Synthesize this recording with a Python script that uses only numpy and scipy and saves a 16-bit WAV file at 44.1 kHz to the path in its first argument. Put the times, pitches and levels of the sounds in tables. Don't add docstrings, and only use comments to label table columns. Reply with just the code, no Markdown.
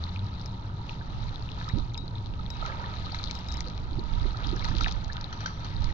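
import sys
import numpy as np
from scipy import signal
from scipy.fft import rfft, irfft
from scipy.io import wavfile

SR = 44100
rng = np.random.default_rng(int(sys.argv[2]) if len(sys.argv) > 2 else 0)


def transcribe(u):
    v = np.clip(np.atleast_2d(u).T, -1, 1)
    q = np.round(v * 32767).astype(np.int16)
    wavfile.write(sys.argv[1], SR, q)


N = 261513
T = np.arange(N) / SR
FREQS = np.maximum(np.arange(N // 2 + 1) * SR / N, 1)

# freq_hz, gain_db
SEA_SPECTRUM = [(25, 9.5), (60, 7), (120, 1.5), (200, 1.5), (320, -7), (500, -13), (900, -14), (1500, -20),
                (3000, -39.5), (8000, -42), (12000, -46)]
# freq_hz, gain_db
WIND_SPECTRUM = [(12, -4), (25, 0.5), (45, 3), (75, -7.5), (130, -16), (300, -35), (1000, -65.5)]
# peak_s, level_db, fall_s
WIND_GUSTS = [(1.2, -30.5, 0.14), (1.79, -26, 0.049), (2.6, -35, 1), (3.95, -37, 0.13), (4.28, -25, 0.52),
              (4.78, -24.5, 0.18), (5.87, -24.5, 0.18)]
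# pitch_hz, width_hz, gain_db
DRONE_BANDS = [(68.7, 12, -1.5), (99.1, 3.76, -2.5), (114.9, 10.5, -1), (144.4, 19, -8.5),
               (168.4, 21.4, -8), (279, 53, -18), (931, 14, -26)]
# time_s, pitch_hz, fundamental_db, octave_db
ENGINE_HUM = [(0, 83, -31.5, -71), (.12, 87.6, -33, -36.5), (.24, 97.7, -28, -43), (.33, 99.6, -58, -48.5),
              (.52, 93, -44, -38), (.7, 96.5, -74, -67), (1.0, 95, -54, -55), (1.4, 97.2, -58, -72)]

# start_s, push_db, push_hz, ring_db, ring_hz
WALL_THUMPS = [(1.736, -22, 110.3, -34.5, 193), (1.762, -31.5, 85.3, -35.5, 255.4),
               (2.026, -37.5, 119, -48, 312), (2.276, -43.5, 96, -46, 290),
               (3.909, -37.5, 67.2, -39.5, 270), (3.975, -29.5, 119.4, -34.5, 306),
               (4.207, -36.5, 106, -39.5, 251), (4.244, -28.5, 87, -35.5, 327),
               (4.454, -33.5, 98.4, -37.5, 258), (4.519, -29.5, 98, -30.5, 305),
               (4.7, -26.5, 105.5, -40.5, 232), (4.733, -30, 95, -35.5, 294),
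               (4.805, -38, 83.7, -38.5, 249), (5.805, -25, 83.3, -48, 199.4)]
# freq_hz, gain_db
CHURN_SPECTRUM = [(60, -1.5), (160, 5.5), (400, -2.5), (540, -12), (1000, -31)]

# start_s, level_db
REEL_CLACKS = [(5.327, -35.5), (5.405, -37.5), (5.459, -29), (5.646, -40)]
# pitch_hz, width_hz, gain_db
HOUSING_BANDS = [(1540, 240, -3.5), (3130, 200, -8), (4470, 640, -10.5), (5700, 270, -8)]
# freq_hz, gain_db
CLACK_SPECTRUM = [(4000, -23), (10000, -1), (12500, -.5)]
# start_s, level_db, low_ring_gain_db, overtone_gain_db
REEL_TICKS = [(0.4589, -26.5, -11.5, -11), (1.688, -28, 2.5, 1), (1.9768, -24.5, 1, -9.5),
              (2.503, -26, 2, 3), (3.3516, -27.5, 0, 4), (3.389, -30, -6, 0), (3.486, -30, 5.5, 7.5),
              (3.517, -30.5, -8.5, 2), (3.541, -26.5, -20, -2.5), (3.57, -27.5, -14, -2),
              (4.811, -32, 10, 10)]
# pitch_hz, gain_db, t60_s
REEL_MODES = [(3835, -17, 0.28), (7550, -28.5, 0.12), (5140, -5.5, 0.02), (4720, -26.5, 0.044),
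              (6600, -23.5, .012), (2410, -12, 0.0099), (11600, -25, .07), (12050, -25, .09),
              (12500, -25.5, .1), (12800, -32, .1), (13150, -25, .1)]
# freq_hz, gain_db
TICK_SPECTRUM = [(1500, -15.5), (5000, -12), (9500, -10), (12500, 2)]

# start_s, level_db, pitch_hz, ring_cycles
NEAR_DROPS = [(.039, -25, 3960, 4), (.091, -36.5, 4180, 9.1), (0.161, -28, 2550, 4.9),
              (.193, -33.5, 3790, 4), (0.266, -39.5, 4170, 5.7), (0.3968, -35.5, 3920, 3.4),
              (0.4142, -36, 5020, 5.6), (.894, -23.5, 2780, 3), (1.293, -36, 3980, 4.1),
              (1.3584, -29.5, 3750, 3.9), (1.424, -36.5, 4520, 4.9), (1.490, -27.5, 2820, 3),
              (1.5177, -27.5, 3725, 1.9), (1.644, -34, 3900, 4.8), (1.786, -27, 3900, 1.2),
              (1.8003, -37, 4200, 3), (1.9383, -35.5, 6500, 2.4), (1.9446, -28, 3810, 3.6),
              (1.953, -31, 2730, 2.9), (2.0793, -35.5, 4200, 7), (2.1541, -38, 3660, 12),
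              (2.183, -34.5, 3750, 2.3), (2.2605, -30, 3870, 1.7), (2.2698, -35, 3550, 1.7),
              (2.338, -36, 2840, 2.9), (2.3926, -42, 3790, 4.1), (2.463, -32, 3560, 4.3),
              (2.8606, -30, 3490, 2.1), (2.986, -37, 3860, 7), (3.061, -28.5, 3960, 2.9),
              (3.1198, -31, 4470, 10), (3.187, -32.5, 4250, 15), (3.232, -31, 4090, 2.9),
              (3.2403, -17.5, 4350, 2), (3.2583, -33, 4500, 4), (3.2615, -31, 3920, 2.6),
              (3.2734, -29, 3850, 4.8), (3.3101, -33, 4600, 4.2), (3.3117, -13.5, 4500, 0.8),
              (3.5235, -20.5, 5200, 1), (3.6065, -15, 5400, 1.14), (3.673, -35.5, 4410, 12),
              (3.684, -31, 4690, 3), (3.7002, -28.5, 4200, 1.4), (3.778, -26.5, 3470, 0.97),
              (3.911, -37, 3740, 3.3), (3.931, -39.5, 4200, 7.2), (3.9924, -34, 4220, 12),
              (4.0387, -36.5, 4560, 2.1), (4.1367, -33, 3500, 3.9), (4.152, -35, 4200, 4),
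              (4.3075, -36.5, 3980, 7.7), (4.372, -28, 4390, 1.7), (4.4416, -29.5, 3550, 4),
              (4.4453, -29, 3500, 5.1), (4.47, -30, 4860, 5.5), (4.4915, -27, 3520, 2.8),
              (4.5632, -31, 5560, 4.2), (4.595, -26, 3840, 2.6), (4.6517, -24.5, 4120, 3.9),
              (4.7516, -27.5, 4000, 2.4), (4.764, -32, 4610, 4), (4.7865, -30, 3270, 2),
              (4.7678, -21, 3470, 1.3), (4.7841, -26, 4940, 2.3), (4.8257, -39, 3810, 4.8),
              (4.8352, -27.5, 5600, 4.7), (4.8446, -14.5, 2750, 2.5), (4.8616, -16, 1850, 2.4),
              (4.8235, -31, 4920, 4), (4.862, -27, 2260, 3.2), (4.8715, -38, 2450, 2.6),
              (4.8755, -30.5, 4020, 4.5), (4.8845, -29, 2700, 3.6), (4.915, -29.5, 3600, 4.4),
              (4.8933, -31, 3120, 2.3), (4.9126, -22, 4700, 1.1), (4.9235, -21, 5200, 1.2),
              (4.926, -32.5, 3980, 2.2), (5.0125, -40, 3850, 3.5), (5.042, -38, 6300, 5),
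              (5.046, -28.5, 4300, 1.9), (5.081, -34, 5300, 1.1), (5.124, -35, 4270, 9.2),
              (5.132, -25, 5440, 1.3), (5.1685, -23, 3420, 1.8), (5.2117, -26.5, 4450, 2.2),
              (5.2125, -38, 5900, 5), (5.2424, -28, 4000, 6), (5.765, -32.5, 4140, 5.2),
              (5.8215, -27.5, 3700, 0.98), (5.843, -23.5, 4740, 1.8)]
# start_s, level_db, pitch_hz, ring_cycles, glide_ratio
BUBBLE_CHIRPS = [(1.01, -36.5, 1517, 5.8, .02), (1.281, -42, 2010, 9, 0.035),
                 (1.612, -30, 1600, 2.9, 0.0086), (1.678, -39, 1033, 5, 0.075),
                 (1.693, -33.5, 1580, 12, 0.067), (1.751, -43, 225, 8.8, .036),
                 (2.393, -41.5, 1220, 6.7, 0.025), (2.6248, -33, 1283, 4.2, .005),
                 (2.625, -37, 646, 2, -0.0019), (2.649, -34.5, 1332, 14, 0.017),
                 (2.696, -34, 1620, 7.6, .005), (2.792, -45.5, 966, 10, -0.018),
                 (2.841, -33, 1860, 6, -.005), (3.296, -36.5, 2340, 14, -0.0078),
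                 (3.545, -37.5, 1650, 11, 0.11), (3.559, -38.5, 2880, 10, 0.015),
                 (3.589, -36.5, 1820, 7, 0.037), (3.607, -31, 2240, 4.5, -0.02),
                 (3.663, -42.5, 479, 8.1, 0.015), (4.343, -38, 1240, 10, 0.037),
                 (4.398, -37.5, 1430, 8, .01), (4.565, -33.5, 1710, 7, -.01), (4.624, -31, 2090, 6, 0.015),
                 (4.655, -42.5, 822, 5.5, .036), (4.713, -36.5, 1550, 7, 0.037), (4.79, -33, 2720, 7, .08),
                 (4.828, -30, 3200, 5, 0.047), (4.868, -33.5, 703, 3, .036), (5.098, -31, 1590, 7.9, .025),
                 (5.157, -30, 1380, 4, 0.013), (5.179, -35, 1396, 3, .02)]
# start_s, level_db, decay_s, air_pocket_hz
ROCK_SLAPS = [(2.661, -35, 0.01, 2540), (3.1452, -33, 0.0095, 3990), (4.644, -28, 0.0072, 2080),
              (4.6855, -35.5, 0.009, 1083), (4.808, -27.5, 0.0058, 1397), (4.881, -30, 0.0049, 3370)]
# freq_hz, gain_db
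SHEET_SPECTRUM = [(300, -24), (1500, 10), (4500, 1.5), (9000, -14), (12000, -17)]
# pitch_hz, width_hz, gain_db
CREVICE_BANDS = [(830, 96, -6.5), (1380, 740, -10.5), (1970, 490, 8), (4460, 880, 2), (5600, 370, -4.5)]
# peak_s, level_db, fall_s
STONE_SLOSHES = [(2.685, -40, 0.036), (2.81, -46, 0.11), (4.4, -43, 0.065), (4.66, -48, 0.046),
                 (4.87, -47, .04)]
# freq_hz, gain_db
GUSH_SPECTRUM = [(400, -4), (800, -2.5), (1500, 4), (2000, 2.5), (3000, -3)]
# crest_s, wash_db, fizz_db, drain_s
WAVELETS = [(0.028, -47, -46.5, 0.22), (.42, -55.5, -54, 0.92), (0.918, -50, -47.5, 0.12),
            (1.22, -48, -49, 0.27), (1.64, -48.5, -47, 0.23), (2.671, -41, -44.5, 0.12),
            (2.858, -45, -73.5, 0.15), (3.222, -46, -44.5, 0.69), (4.2, -46.5, -50.5, 0.23),
            (4.462, -43.5, -42, 0.069), (4.661, -44, -43.5, 0.38), (4.849, -42.5, -39, 0.059),
            (5.18, -49.5, -65, 0.37), (5.422, -47, -50.5, 0.27), (5.661, -45, -44.5, 0.085),
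            (5.9, -43.5, -45.5, 0.15)]
# freq_hz, gain_db
WASH_SPECTRUM = [(200, -5.5), (420, -12.5), (800, 2), (1400, 7.5), (2200, 9.5), (3200, 8.5), (5000, -1),
                 (9000, -24.5), (12000, -33)]
# freq_hz, gain_db
FIZZ_SPECTRUM = [(1200, -37.5), (2600, -3), (3900, 8), (5000, 2.5), (6500, -4), (9000, -2.5), (11000, -12)]

# freq_hz, gain_db
PORT_RESPONSE = [(20, 2.5), (3000, -1), (4000, 6), (5000, 1.5), (6200, 3), (7200, -5.5), (8000, -17),
                 (8900, -35), (10500, -40), (12600, -27), (14000, -51.5)]
# freq_hz, gain_db
RIGHT_RESPONSE = [(100, -0.5), (320, 0.5), (520, 3), (720, 3), (945, 13.5), (1080, 3), (1265, 13),
                  (1480, 2.5), (2100, -5), (3300, -9), (4100, -15), (5100, -29.5), (7200, -18.5),
                  (13000, -16.5)]
# freq_hz, lag_rad
RIGHT_PHASE = [(30, 0), (500, -.15), (720, .6), (940, 2), (1260, 3.1), (1480, 4), (2100, 4.7)]


def undb(db):
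    return 10 ** (np.asarray(db) / 20)


def unit(x):
    return x / np.sqrt(np.mean(x ** 2))


def spectrum(table):
    hz, value = np.transpose(table)
    return np.interp(np.log(FREQS), np.log(hz), value)


def colour(x, table):
    return unit(irfft(rfft(x) * undb(spectrum(table)), N))


def resonate(x, bands):
    response = sum(undb(db) / (1 + 1j * (FREQS ** 2 - hz ** 2) / (FREQS * width * np.sqrt(2))) ** 2
                   for hz, width, db in bands)
    return unit(irfft(rfft(x) * response, N))


def noise(apart):
    both, *own = rng.standard_normal((3, N))
    return np.sqrt(1 - apart) * both + np.sqrt(apart) * np.array(own)


def walk(rate_hz):
    return unit(irfft(rfft(rng.standard_normal(N)) / (1 + (FREQS / rate_hz) ** 4), N))


def add(out, s, sound):
    i = max(int(s * SR), 0)
    part = sound[:max(N - i, 0)]
    out[i:i + len(part)] += part


def burst(s, decay_s, rise_s):
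    age = np.maximum(T - s, 0)
    return (1 - np.exp(-age / rise_s)) * np.exp(-age / decay_s)


def swells(rows, rest_db, rise_share):
    power = undb(rest_db) ** 2
    for s, db, fall_s in rows:
        away = np.maximum((s - T) / rise_share, T - s) / fall_s
        power = power + (undb(db) * np.exp(-away)) ** 2
    return 10 * np.log10(power)


def open_air():
    apart = FREQS ** 2 / (FREQS ** 2 + 740 ** 2)
    shared = rfft(noise(apart=.018)) * np.sqrt(1 - apart)
    diffuse = rfft(noise(apart=1)) * np.sqrt(apart)
    sea = colour(irfft(shared + diffuse, N), SEA_SPECTRUM) * undb(-42 + .5 * walk(.58))
    gust_db = swells(WIND_GUSTS, rest_db=-55.5, rise_share=.75)
    sheltered_db = .44 * gust_db + .45 * np.mean(gust_db) - 14.5
    wind = colour(noise(apart=.51), WIND_SPECTRUM)
    return sea + wind * undb(np.array([sheltered_db, gust_db]) + walk(5.8))


def engines():
    drone = sum(undb(db) * resonate(noise(apart=.025), [(hz, width, 0)])
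                for hz, width, db in DRONE_BANDS)
    times, *columns = np.transpose(ENGINE_HUM)
    hz, fundamental_db, octave_db = (np.interp(T, times, column) for column in columns)
    phase = 2 * np.pi * np.cumsum(hz * (1 + .017 * walk(11))) / SR
    hum = undb(fundamental_db) * np.sin(phase) + undb(octave_db) * np.sin(2 * phase)
    return unit(drone) * undb(-39 - .16 * walk(.63)) + undb(-1.5) * hum


def wall_thumps(ring_lag_s=.009, right_bias_db=16.5):
    out = np.zeros(N)
    for s, push_db, push_hz, ring_db, ring_hz in WALL_THUMPS:
        add(out, s, undb(push_db) * bubble(push_hz, cycles=.79, glide=0))
        add(out, s + ring_lag_s, undb(ring_db) * plop(ring_hz, cycles=2.5, glide=.031))
    churn = colour(rng.standard_normal(N), CHURN_SPECTRUM)
    out += churn * sum(undb(ring_db - 7.5) * burst(s + ring_lag_s, decay_s=.027, rise_s=.0026)
                       for s, _, _, ring_db, _ in WALL_THUMPS)
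    return out * undb(np.array([[-1], [1]]) * right_bias_db / 2)


def reel_winding():
    housing = resonate(rng.standard_normal(N), HOUSING_BANDS)
    edge = colour(rng.standard_normal(N), CLACK_SPECTRUM)
    force = np.zeros(N)
    for s, db in REEL_CLACKS:
        clack = burst(s, decay_s=.0055, rise_s=.00011)
        whir = burst(s, decay_s=.067, rise_s=.00089)
        force += undb(db) * (clack + undb(-15.5) * whir)
    return (housing + undb(-7) * edge) * force


def reel_ticks():
    out, t = np.zeros(N), T[:SR // 2]
    waver = 1 + .12 * (walk(70) + 1j * walk(70))
    for s, db, low_db, overtone_db in REEL_TICKS:
        for hz, mode_db, t60 in REEL_MODES:
            free_db = overtone_db if hz > 7000 else low_db if t60 > .1 else 0
            shaken = np.roll(waver, rng.integers(N))[:len(t)]
            ring = np.imag(shaken * np.exp(2j * np.pi * hz * t))
            add(out, s, undb(db + mode_db + free_db) * ring * np.exp(-np.log(1000) * t / t60))
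    contact = colour(rng.standard_normal(N), TICK_SPECTRUM)
    snaps = sum(undb(db) * burst(s, decay_s=.0015, rise_s=.0002) for s, db, *_ in REEL_TICKS)
    buzz = sum(undb(db + overtone_db) * burst(s, decay_s=.018, rise_s=.001)
               for s, db, _, overtone_db in REEL_TICKS)
    return out + contact * (undb(7) * snaps + undb(-18) * buzz)


def bubble(hz, cycles, glide):
    peak_s = max(cycles, .5) / hz / 2
    age = T[:int(9 * peak_s * SR) + 2] / peak_s
    return age * np.exp(1 - age) * np.sin(2 * np.pi * hz * peak_s * age * (1 + glide * age))


def plop(hz, cycles, glide, rough=.4):
    ring = bubble(hz, cycles, glide)
    wobble = np.interp(T[:len(ring)] * hz / 2, np.arange(256), rng.standard_normal(256))
    return ring * (1 + rough * wobble) / np.sqrt(1 + rough ** 2)


def droplet(hz, cycles, fall=.21):
    peak_s = max(cycles, .5) / hz / 2
    age = T[:int(9 * peak_s * SR) + 2] / peak_s
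    pitch_hz = hz * ((1 + age) / 2.34) ** -fall
    return (age * np.exp(1 - age)) ** 1.3 * np.sin(2 * np.pi * np.cumsum(pitch_hz) / SR)


def swarm(per_s, low_hz, high_hz, spread_db, cycles, glide=-.0087):
    out = np.zeros(N)
    for when, pitch, faintness, ring in rng.random((12000, 4))[:int(per_s * N / SR)]:
        strength = undb(-spread_db * np.log(max(faintness, .015)))
        hz = low_hz * (high_hz / low_hz) ** pitch
        add(out, when * N / SR, strength * bubble(hz, cycles * 2 ** (2 * ring - 1), glide))
    return out


def rock_wall(x, t60_s, wet_db):
    t = T[:SR // 4]
    tail = rng.standard_normal((2, len(t))) * np.exp(-np.log(1000) * t / t60_s) * (t > .002)
    tail /= np.sqrt(np.sum(tail ** 2, axis=1, keepdims=True))
    return x + undb(wet_db) * signal.fftconvolve(x[None], tail, axes=1)[:, :N]


def droplets(fizz_db):
    strays = swarm(per_s=36, low_hz=2680, high_hz=5800, spread_db=2.5, cycles=4.5, glide=-.02)
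    out = undb(fizz_db - 5.5) * strays
    for s, db, hz, cycles in NEAR_DROPS:
        add(out, s, undb(db) * droplet(hz, cycles))
    for s, db, hz, cycles, glide in BUBBLE_CHIRPS:
        add(out, s, undb(db) * plop(hz, cycles, glide))
    return out


def slaps():
    beads = swarm(per_s=2000, low_hz=1600, high_hz=6700, spread_db=.5, cycles=2)
    sheet = colour(rng.standard_normal(N), SHEET_SPECTRUM)
    spray = unit(unit(beads) + sheet)
    crevices = resonate(rng.standard_normal(N), CREVICE_BANDS)
    force, pockets = np.zeros((2, N))
    for s, db, decay_s, pocket_hz in ROCK_SLAPS:
        crack = undb(-1) * burst(s, decay_s=.0011, rise_s=.00013)
        force += undb(db) * (crack + burst(s, decay_s, rise_s=.00017))
        add(pockets, s, undb(db) * bubble(pocket_hz, cycles=6, glide=0))
    return (undb(-5) * spray + undb(-5.5) * crevices) * force + pockets


def slosh():
    cloud = sum(swarm(per_s=1900, low_hz=400, high_hz=3000, spread_db=.2, cycles=5) for _ in range(2))
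    gush = colour(cloud, GUSH_SPECTRUM)
    gurgle = unit(swarm(per_s=130, low_hz=950, high_hz=1750, spread_db=1.5, cycles=9, glide=.01))
    return unit(gush + undb(-4) * gurgle) * undb(swells(STONE_SLOSHES, rest_db=-75, rise_share=.43))


def lap_levels():
    crest_s, wash_db, fizz_db, drain_s = np.transpose(WAVELETS)
    return (swells(zip(crest_s, wash_db, drain_s), rest_db=-56.5, rise_share=.81),
            swells(zip(crest_s, fizz_db, drain_s), rest_db=-59, rise_share=.94))


def lapping(wash_db, fizz_db):
    coarse = swarm(per_s=1800, low_hz=400.5, high_hz=3395, spread_db=3.5, cycles=3)
    fine = swarm(per_s=1300, low_hz=2400, high_hz=7800, spread_db=2.6, cycles=2.2)
    wash = colour(coarse, WASH_SPECTRUM) + undb(-4) * colour(noise(apart=1), WASH_SPECTRUM)
    fizz = colour(fine, FIZZ_SPECTRUM) + undb(-10) * colour(noise(apart=.99), FIZZ_SPECTRUM)
    surge_db = walk(9.9)
    return (wash * undb(wash_db - 3.5) + fizz * undb(fizz_db - 4)) * undb(surge_db)


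def scene():
    wash_db, fizz_db = lap_levels()
    water = lapping(wash_db, fizz_db) + slosh()
    water += rock_wall(droplets(fizz_db) + slaps(), t60_s=.06, wet_db=-13)
    return water + reel_ticks() + reel_winding() + wall_thumps() + engines() + open_air()


def record(dry):
    fade = np.minimum(1, np.minimum(T, T[-1] - T) / .004)
    left, right = rfft(dry * fade) * undb(spectrum(PORT_RESPONSE))
    right = right * undb(spectrum(RIGHT_RESPONSE)) * np.exp(-1j * spectrum(RIGHT_PHASE))
    low_pass = signal.ellip(8, .2, 70, 13600, fs=SR, output="sos")
    return signal.sosfilt(low_pass, irfft(np.array([left, right]), N))


dry = scene()
out = record(dry)
transcribe(out)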